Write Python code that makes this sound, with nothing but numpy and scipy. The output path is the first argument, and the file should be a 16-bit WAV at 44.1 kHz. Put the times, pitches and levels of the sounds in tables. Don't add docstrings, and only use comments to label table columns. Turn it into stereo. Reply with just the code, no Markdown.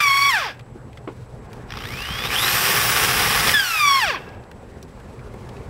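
import sys
import numpy as np
from scipy import signal
from scipy.fft import rfft, irfft
from scipy.io import wavfile
from scipy.ndimage import uniform_filter1d

SR = 44100
rng = np.random.default_rng(int(sys.argv[2]) if len(sys.argv) > 2 else 0)


def file_out(sig):
    cols = np.atleast_2d(sig).T
    lim = np.clip(cols, -1, 1)
    pcm = np.round(lim * 32767).astype(np.int16)
    wavfile.write(sys.argv[1], SR, pcm)


N = 250929

TEETH, WHEEL_TEETH = 4, 41
SLOTS, BARS = 12, 24
WHISTLES = (36, 37)

# (frequency [Hz], level [dB])
BRUSH_HISS = [(3240, -20.5), (5500, 3), (6250, -5), (8020, -2), (11000, -5), (11800, -1.5), (13800, -3.5),
              (15100, -9.5), (15700, -5)]


def amp(db):
    return 10 ** (np.asarray(db) / 20)


def evened(x):
    return x / np.sqrt(np.mean(x ** 2) + 1e-20)


def read(points, hz):
    f, value = np.transpose(points)
    return np.interp(np.log(hz + 1), np.log(f + 1), value)


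def add(mix, start_s, sound):
    part = mix[round(start_s * SR):][:len(sound)]
    part += sound[:len(part)]


def spread(rows):
    s, *columns = np.transpose(rows)
    t = np.arange(s[0], s[-1], 1 / SR)
    return [t] + [np.interp(t, s, column) for column in columns]


def shaped(x, points, peaks=()):
    hz = np.fft.rfftfreq(len(x), 1 / SR)
    shut_ends = [(points[0][0] / 2, -70)] + list(points) + [(points[-1][0], -70)]
    gain = amp(read(shut_ends, hz))
    gain *= 1 + sum(amp(db) / (1 + (2 * (hz - f) / width) ** 2) for f, width, db in peaks)
    return evened(irfft(rfft(x) * gain, len(x)))


def wander(n, hz):
    lowpass = signal.butter(2, hz, fs=SR, output="sos")
    slow = signal.sosfiltfilt(lowpass, rng.standard_normal(n), padtype="even")
    return np.clip(evened(slow), -2.5, 2.5)


def tone(turns, db, flutter_db, flutter_hz):
    slip = rng.uniform(0, 2 * np.pi) + 0.13 * flutter_db * wander(len(turns), flutter_hz)
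    level = amp(db + flutter_db * wander(len(turns), flutter_hz))
    return np.sqrt(2) * level * np.cos(2 * np.pi * turns + slip)


def yard():
    # (frequency [Hz], level [dB])
    far_colour = [(15, -31), (25, 1.5), (53, 3.5), (119, -3.5), (150, -9.5), (235, -4.5), (290, -17.5),
                  (404, -8), (647, -18.5), (839, -19.5), (1140, -23.5), (1220, -27), (1700, -30.5),
                  (2480, -38.5), (7000, -92), (9100, -87), (15400, -120)]
    # (time [s], level [dB], brightness [dB per octave], hum [dB], thin hiss [dB])
    background_levels = [(0, -49.5, 7.5, -46.5, -55), (.55, -46, 4, -49, -66), (1.25, -40.5, 2, -45, -62),
                         (1.6, -38.5, 3.5, -44.5, -61.5), (2.3, -34, 0.5, -44.5, -54),
                         (2.7, -44.5, 2.5, -42.5, -65), (3.5, -29.5, -2, -41.5, -68),
                         (3.66, -51.5, 8.5, -51, -67), (4.27, -42, 5.5, -47.5, -67),
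                         (4.5, -40.5, 2.5, -57.5, -64), (5, -40.5, 3, -50, -61),
                         (5.4, -37.5, 3, -43.5, -58), (5.69, -36, 2.7, -45.5, -60)]
    # (frequency [Hz], level [dB])
    air_colour = [(2500, 3.5), (4000, 2), (9000, -5.5), (11800, -9), (12500, -13.5), (15900, -15)]
    # (frequency [Hz], width [Hz], level [dB])
    insects = [(7850, 500, -70), (9700, 220, -85), (11200, 180, -83)]
    hum_hz = 121.2

    frames, hz = N // 256 + 5, np.fft.rfftfreq(1024, 1 / SR)
    real, imaginary, patches = rng.standard_normal((frames, 513, 3)).T
    random_spectra = real + 1j * imaginary
    patches = evened(uniform_filter1d(uniform_filter1d(patches, 10, 0), 10, 1))
    s, level_db, tilt_db, hum_db, air_db = np.transpose(background_levels)
    t = np.arange(frames) * 256 / SR
    octaves = np.log2(1 + hz / 300)[:, None]
    field_db = read(far_colour, hz)[:, None] + 1.7 * patches
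    scale = 1 / np.std(signal.istft(random_spectra * amp(field_db), nperseg=1024, noverlap=768)[1])
    field_db = field_db + np.interp(t, s, level_db) + octaves * np.interp(t, s, tilt_db)
    out = scale * signal.istft(random_spectra * amp(field_db), nperseg=1024, noverlap=768)[1][:N]

    now = np.arange(N) / SR
    out += tone(hum_hz * now, np.interp(now, s, hum_db), 4.75, 24.4)
    out = signal.sosfilt(signal.butter(2, 38, "high", fs=SR, output="sos"), out)
    air_level = amp(np.interp(now, s, air_db) + 2 * wander(N, 22.3))
    out += air_level * shaped(rng.standard_normal(N), air_colour)
    for f, width, db in insects:
        edges = [(f - width, -30), (f - width / 2, 0), (f + width / 2, 0), (f + width, -30)]
        band = shaped(rng.standard_normal(N), edges)
        out += amp(db + 0.73 * wander(N, 2.7)) * band
    return out


def handling():
    # (time [s], peak [dB], time to fade by 60 dB [s], brightness [dB per octave])
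    knocks = [(0.756, -29.5, 0.093, -4), (1.074, -20, 0.1, 3.5), (1.096, -33, 0.045, -2),
              (5.34, -30, 0.056, 2.5)]
    # (frequency [Hz], level [dB])
    panel = [(88, -40), (150, -9.5), (295, 3.5), (492, 4), (641, -15.5), (835, -8), (1980, -28),
             (2100, -22), (2950, -33), (5000, -55), (6500, -75), (11000, -120)]
    # (time [s], peak [dB], centre [Hz], time to fade by 60 dB [s], top end against the centre [dB])
    ticks = [(0.5736, -44, 2560, 0.023, -33), (0.594, -33, 2310, 0.035, -31), (0.609, -41, 2470, 0.02, -37),
             (0.93, -40, 1970, 0.039, -30), (0.973, -32.5, 1900, 0.051, -35.5),
             (1.5194, -43, 2130, 0.025, -28), (1.531, -34.5, 2000, 0.035, -21.5),
             (1.6394, -65, 2280, 0.019, -28), (1.853, -22, 1980, 0.024, -45), (3.494, -7, 2000, 0.019, -45),
             (4.22, -40, 3400, 0.02, -29), (4.29, -39, 4800, 0.026, -30), (4.347, -45, 2600, 0.025, -32),
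             (4.438, -46, 4500, 0.025, -27), (4.5148, -28.5, 2040, 0.02, -45),
             (4.8274, -32, 6100, 0.031, -16), (5, -42, 2460, 0.035, -25), (5.193, -37, 2320, 0.028, -39),
             (5.34, -41, 2300, 0.016, -15), (5.4902, -37, 2700, 0.027, -28), (5.567, -35, 2560, 0.025, -31)]

    out, t = np.zeros(N), np.arange(SR // 8) / SR
    for s, db, fade_s, tilt_db in knocks:
        colour = [(hz, level + tilt_db * np.log2(hz / 300)) for hz, level in panel]
        swing = amp(-60 * t / abs(fade_s)) * (1 - np.exp(-t / 0.0014))
        thud = shaped(rng.standard_normal(len(t)), colour) * swing
        add(out, s, amp(db) * thud / abs(thud).max())
    for s, db, hz, fade_s, top_db in ticks:
        colour = [(900, -18), (hz, 0), (6500, 0.63 * top_db), (15900, top_db)]
        burst = shaped(rng.standard_normal(len(t)), colour) * amp(-60 * t / abs(fade_s))
        add(out, s, amp(db) * burst / abs(burst).max())
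    return out


def coast(speed, rows, octave_db):
    # (frequency [Hz], level [dB])
    housing = [(300, -14), (700, -8), (850, -3), (990, -8), (1100, 2), (1190, 0), (1240, -12), (1290, -2),
               (1400, -5), (1700, 3), (2100, -3), (2300, 0), (2550, 3), (2900, -4), (3350, 0), (4000, -8),
               (4500, -2), (5000, -8), (5700, -1), (6300, -16), (8000, -11), (9200, -17), (11500, -13),
               (16000, -15)]
    # (shaft speed [Hz], level [dB])
    free_whistle = [(200, -40), (285, -22), (310, -11), (350, -10), (400, -17), (440, -22)]
    # (frequency [Hz], level [dB])
    whirr_colour = [(180, -37), (300, -13.5), (611, -13.5), (828, 0), (920, -7.5), (1170, -1), (1460, 3),
                    (3350, -4), (4130, -11), (5670, -13), (7000, -21), (9100, -60), (15400, -120)]
    # (frequency [Hz], width [Hz], added gain [dB])
    whirr_modes = [(1120, 75, 2.5), (1657, 110, -1.5), (2500, 200, -0.5), (3460, 230, 2.5), (5000, 790, 4)]
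    # (frequency [Hz], width [Hz], added gain [dB])
    rings = [(420, 200, 14), (740, 90, 16), (1640, 60, 19), (2690, 70, 13)]
    first_over_db, upper_over_db = 1, -5.5

    t, chatter_db, whirr_db = spread(rows)
    shaft_hz = np.interp(t, *np.transpose(speed))
    tooth_hz = TEETH * shaft_hz
    teeth = TEETH * np.cumsum(shaft_hz) / SR
    wobble = np.cos(2 * np.pi * (teeth / WHEEL_TEETH + rng.random()))
    uneven = np.cos(2 * np.pi * teeth / TEETH)
    first_db = chatter_db + first_over_db + read(housing, tooth_hz)
    second_db = chatter_db + octave_db + read(housing, 2 * tooth_hz)
    out = tone(teeth, first_db + 1.74 * wobble, 1.0, 86)
    out += tone(2 * teeth, second_db + 0.73 * wobble + 1.6 * uneven, 2.77, 114)
    for k in range(3, 21):
        db = chatter_db + upper_over_db + read(housing, k * tooth_hz)
        db = db - 6 * np.log2(k / 3) - np.maximum(k - 12, 0)
        db = db + wobble + 1.3 * uneven
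        broken = 3.1 * wander(len(t), 33)
        out += tone(k * teeth, db + broken, 3.1, 104) * (k * tooth_hz < SR / 2.5)

    hiss_db = -34 + 11.5 * np.log2(np.minimum(shaft_hz, 340) / 300)
    whistle_db = hiss_db + read(free_whistle, shaft_hz)
    out += sum(tone(teeth * order / TEETH, whistle_db, 3, 70) for order in WHISTLES)
    noise = rng.standard_normal((2, len(t))) * amp(.8 * wander(len(t), 60))
    out += amp(whirr_db) * shaped(noise[0], whirr_colour, whirr_modes)
    out += amp(hiss_db) * shaped(noise[1], BRUSH_HISS)

    crawling = np.clip((95 - shaft_hz) / 30, 0, 1)
    rattle_db = -39.5 + 9 * np.log2(shaft_hz / 70)
    out += crawling * amp(rattle_db) * shaped(rng.standard_normal(len(t)), whirr_colour, rings)
    return t[0], out * signal.windows.tukey(len(t), .02)


def drive():
    # (time [s], shaft speed [Hz])
    powered_speed = [(1.68, 25), (1.78, 50), (1.918, 92.6), (2.022, 115.6), (2.1, 128.8), (2.268, 151.6),
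                     (2.3, 185), (2.394, 289), (2.428, 314), (2.506, 351.5), (2.562, 368), (2.672, 393.5),
                     (2.768, 409.5), (2.836, 417.5), (2.912, 425.5), (3, 431), (3.15, 435.5), (3.56, 437.5)]
    # (time [s], grind [dB], brush hiss [dB], panel rumble [dB])
    load = [(1.68, -37.5, -61, -52), (1.73, -32.5, -52, -48), (1.79, -32.5, -50, -46),
            (1.9, -33.5, -44.5, -67), (2.2, -27.5, -41.5, -54), (2.29, -29.5, -38.5, -45.5),
            (2.33, -23, -32, -36.5), (2.46, -22.5, -27, -37), (2.7, -20, -24, -32), (3, -20, -24.5, -32),
            (3.3, -20.5, -26.5, -31), (3.52, -20, -25, -34), (3.56, -29, -34, -32)]
    # (time [s], rise [dB])
    catches = [(2.186, 1), (2.255, 7), (3.04, 2), (3.1, 0.5), (3.21, 1.5), (3.48, 2)]
    # (frequency [Hz], level [dB])
    grind_colour = [(290, -46), (500, -3.5), (652, -11), (822, 0.5), (938, -5.5), (1120, 1), (1310, 0.5),
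                    (1720, 1), (1970, 0.5), (3300, -1.5), (4400, -9), (4810, -11.5), (5490, -4.5),
                    (6270, -20.5), (7000, -27), (9100, -69), (15400, -120)]
    # (frequency [Hz], width [Hz], added gain [dB])
    grind_modes = [(436, 110, -13), (1122, 140, -6), (1740, 310, -13), (2480, 7, 7), (4850, 100, 8.5),
                   (6000, 250, -6)]
    # (frequency [Hz], width [Hz], added gain [dB])
    brush_modes = [(9400, 300, -6), (11750, 350, -6.5), (13500, 300, -13), (15000, 370, -9)]
    # (frequency [Hz], level [dB])
    rumble_colour = [(24, -42), (40, -9), (112, 0.5), (159, 0), (278, -10.5), (371, -5), (418, -3.5),
                     (606, -18.5), (700, -5.5), (910, -6), (1540, -120)]
    # (frequency [Hz], level [dB])
    whine = [(1000, -24), (1800, -9), (2300, -2), (2700, -1.5), (3700, 2.5), (4100, -6.5), (4300, -11),
             (5000, -34), (8500, -6), (10500, -4), (12500, -25), (22000, -40)]
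    mains_hz, first_kick_s, full_wave_s = 60, 1.7045, 2.3
    slot_base_db, bar_base_db, bar_octave_base_db = -30, -35.5, -46

    t, grind_db, hiss_db, rumble_db = spread(load)
    shaft_hz = np.interp(t, *np.transpose(powered_speed))
    catch_db = sum(db * np.exp(-((t - s) / 0.015) ** 2) for s, db in catches)
    grind_db = grind_db + catch_db
    hiss_db = hiss_db + 0.7 * catch_db
    rumble_db = rumble_db + 2.7 * catch_db

    halves = np.where(t < full_wave_s, 1, 2)
    kicks = (t - first_kick_s) * mains_hz * halves
    since_s = kicks % 1 / mains_hz / halves
    strength = amp(2.1 * rng.standard_normal(600))[np.floor(kicks).astype(int) % 600]
    jolt = strength * (kicks >= 0) * (1 - np.exp(-since_s / .0004)) * np.exp(-(since_s / .0036) ** 2)
    kick_share = np.clip(0.64 - 0.19 * np.log2(shaft_hz / 50), 0, 1)
    gate = (1 - kick_share) + kick_share * evened(jolt)
    bite = amp(1.08 * wander(len(t), 35) + 1.6 * wander(len(t), 350))
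    noise = rng.standard_normal((3, len(t)))
    grind = shaped(amp(grind_db) * gate * bite * noise[0], grind_colour, grind_modes)
    out = grind * np.sqrt(np.mean(amp(2 * grind_db)))
    out += amp(hiss_db) * gate ** .75 * bite ** .4 * shaped(noise[1], BRUSH_HISS, brush_modes)
    out += amp(rumble_db) * shaped(noise[2], rumble_colour)

    turns = np.cumsum(shaft_hz) / SR
    slot_db = slot_base_db + read(whine, SLOTS * shaft_hz)
    slot_db += 22 * np.log2(np.minimum(shaft_hz / 250, 1))
    bar_db = bar_base_db + read(whine, BARS * shaft_hz)
    octave_db = bar_octave_base_db + read(whine, 2 * BARS * shaft_hz)
    whistle_db = -34 + 30 * np.log2(np.minimum(shaft_hz / 310, 1))
    whistle_db -= .02 * np.maximum(WHISTLES[0] * shaft_hz - 15300, 0)
    pulsing = np.cos(2 * np.pi * kicks)
    out += tone(SLOTS * turns, slot_db + 8 * pulsing + 2 * wander(len(t), 30), 4.3, 200)
    out += tone(BARS * turns, bar_db + 0.56 * pulsing, 1.2, 61)
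    out += tone(2 * BARS * turns, octave_db + 1.3 * pulsing, 1.1, 76)
    out += tone(WHISTLES[0] * turns, whistle_db - 4, 3, 70)
    out += tone(WHISTLES[1] * turns, whistle_db, 3, 70)
    for k in (3, 4, 5):
        db = hiss_db - 19.5 + 3 * wander(len(t), 15)
        out += tone(k * BARS * turns, db, 4, 120) * (k * BARS * shaft_hz < SR / 2.5)
    out += tone(turns, rumble_db - 9.5, 0.87, 28)
    return t[0], out * signal.windows.tukey(len(t), .015)


def scene():
    # (time [s], shaft speed [Hz])
    coast_speeds = [
        [(0, 300), (.086, 277.5), (.115, 275), (.24, 281), (.29, 281), (.42, 143), (.48, 93), (.52, 55),
         (.6, 8)],
        [(3.535, 437), (3.546, 437), (3.662, 365), (3.708, 340), (3.784, 309), (3.852, 289), (3.92, 277),
         (3.988, 268), (4.14, 98), (4.175, 65), (4.42, 15)],
    ]
    # (time [s], gear chatter [dB], whirr [dB])
    coast_levels = [
        [(0, -24.5, -19), (.05, -22, -30.5), (.2, -23, -31.5), (.3, -21.5, -30.5), (.37, -24.5, -27.5),
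         (.46, -32, -28), (.51, -38.5, -37), (.55, -67, -54), (.6, -80, -80)],
        [(3.535, -19, -29), (3.55, -18.5, -25.5), (3.65, -26.5, -28), (3.78, -23, -28), (3.83, -19.5, -32),
         (3.98, -20, -28), (4.1, -23.5, -29), (4.16, -27.5, -41), (4.2, -41, -50), (4.28, -80, -61),
         (4.42, -82, -69)],
    ]
    octave_levels = [2.5, -3]

    mix = yard() + handling()
    run_downs = [coast(*run) for run in zip(coast_speeds, coast_levels, octave_levels)]
    for start_s, sound in run_downs + [drive()]:
        add(mix, start_s, sound)
    return np.array([mix, mix])


def record(dry):
    notch_hz, notch_width_hz, notch_share, edge_hz = 12420, 200, .95, 15800
    peak = signal.lfilter(*signal.iirpeak(notch_hz, notch_hz / notch_width_hz, SR), dry)
    band_limit = signal.firwin(2047, edge_hz, window=("kaiser", 8), fs=SR)
    return signal.oaconvolve(dry - notch_share * peak, band_limit[None], "same")


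dry = scene()
out = record(dry)
file_out(out)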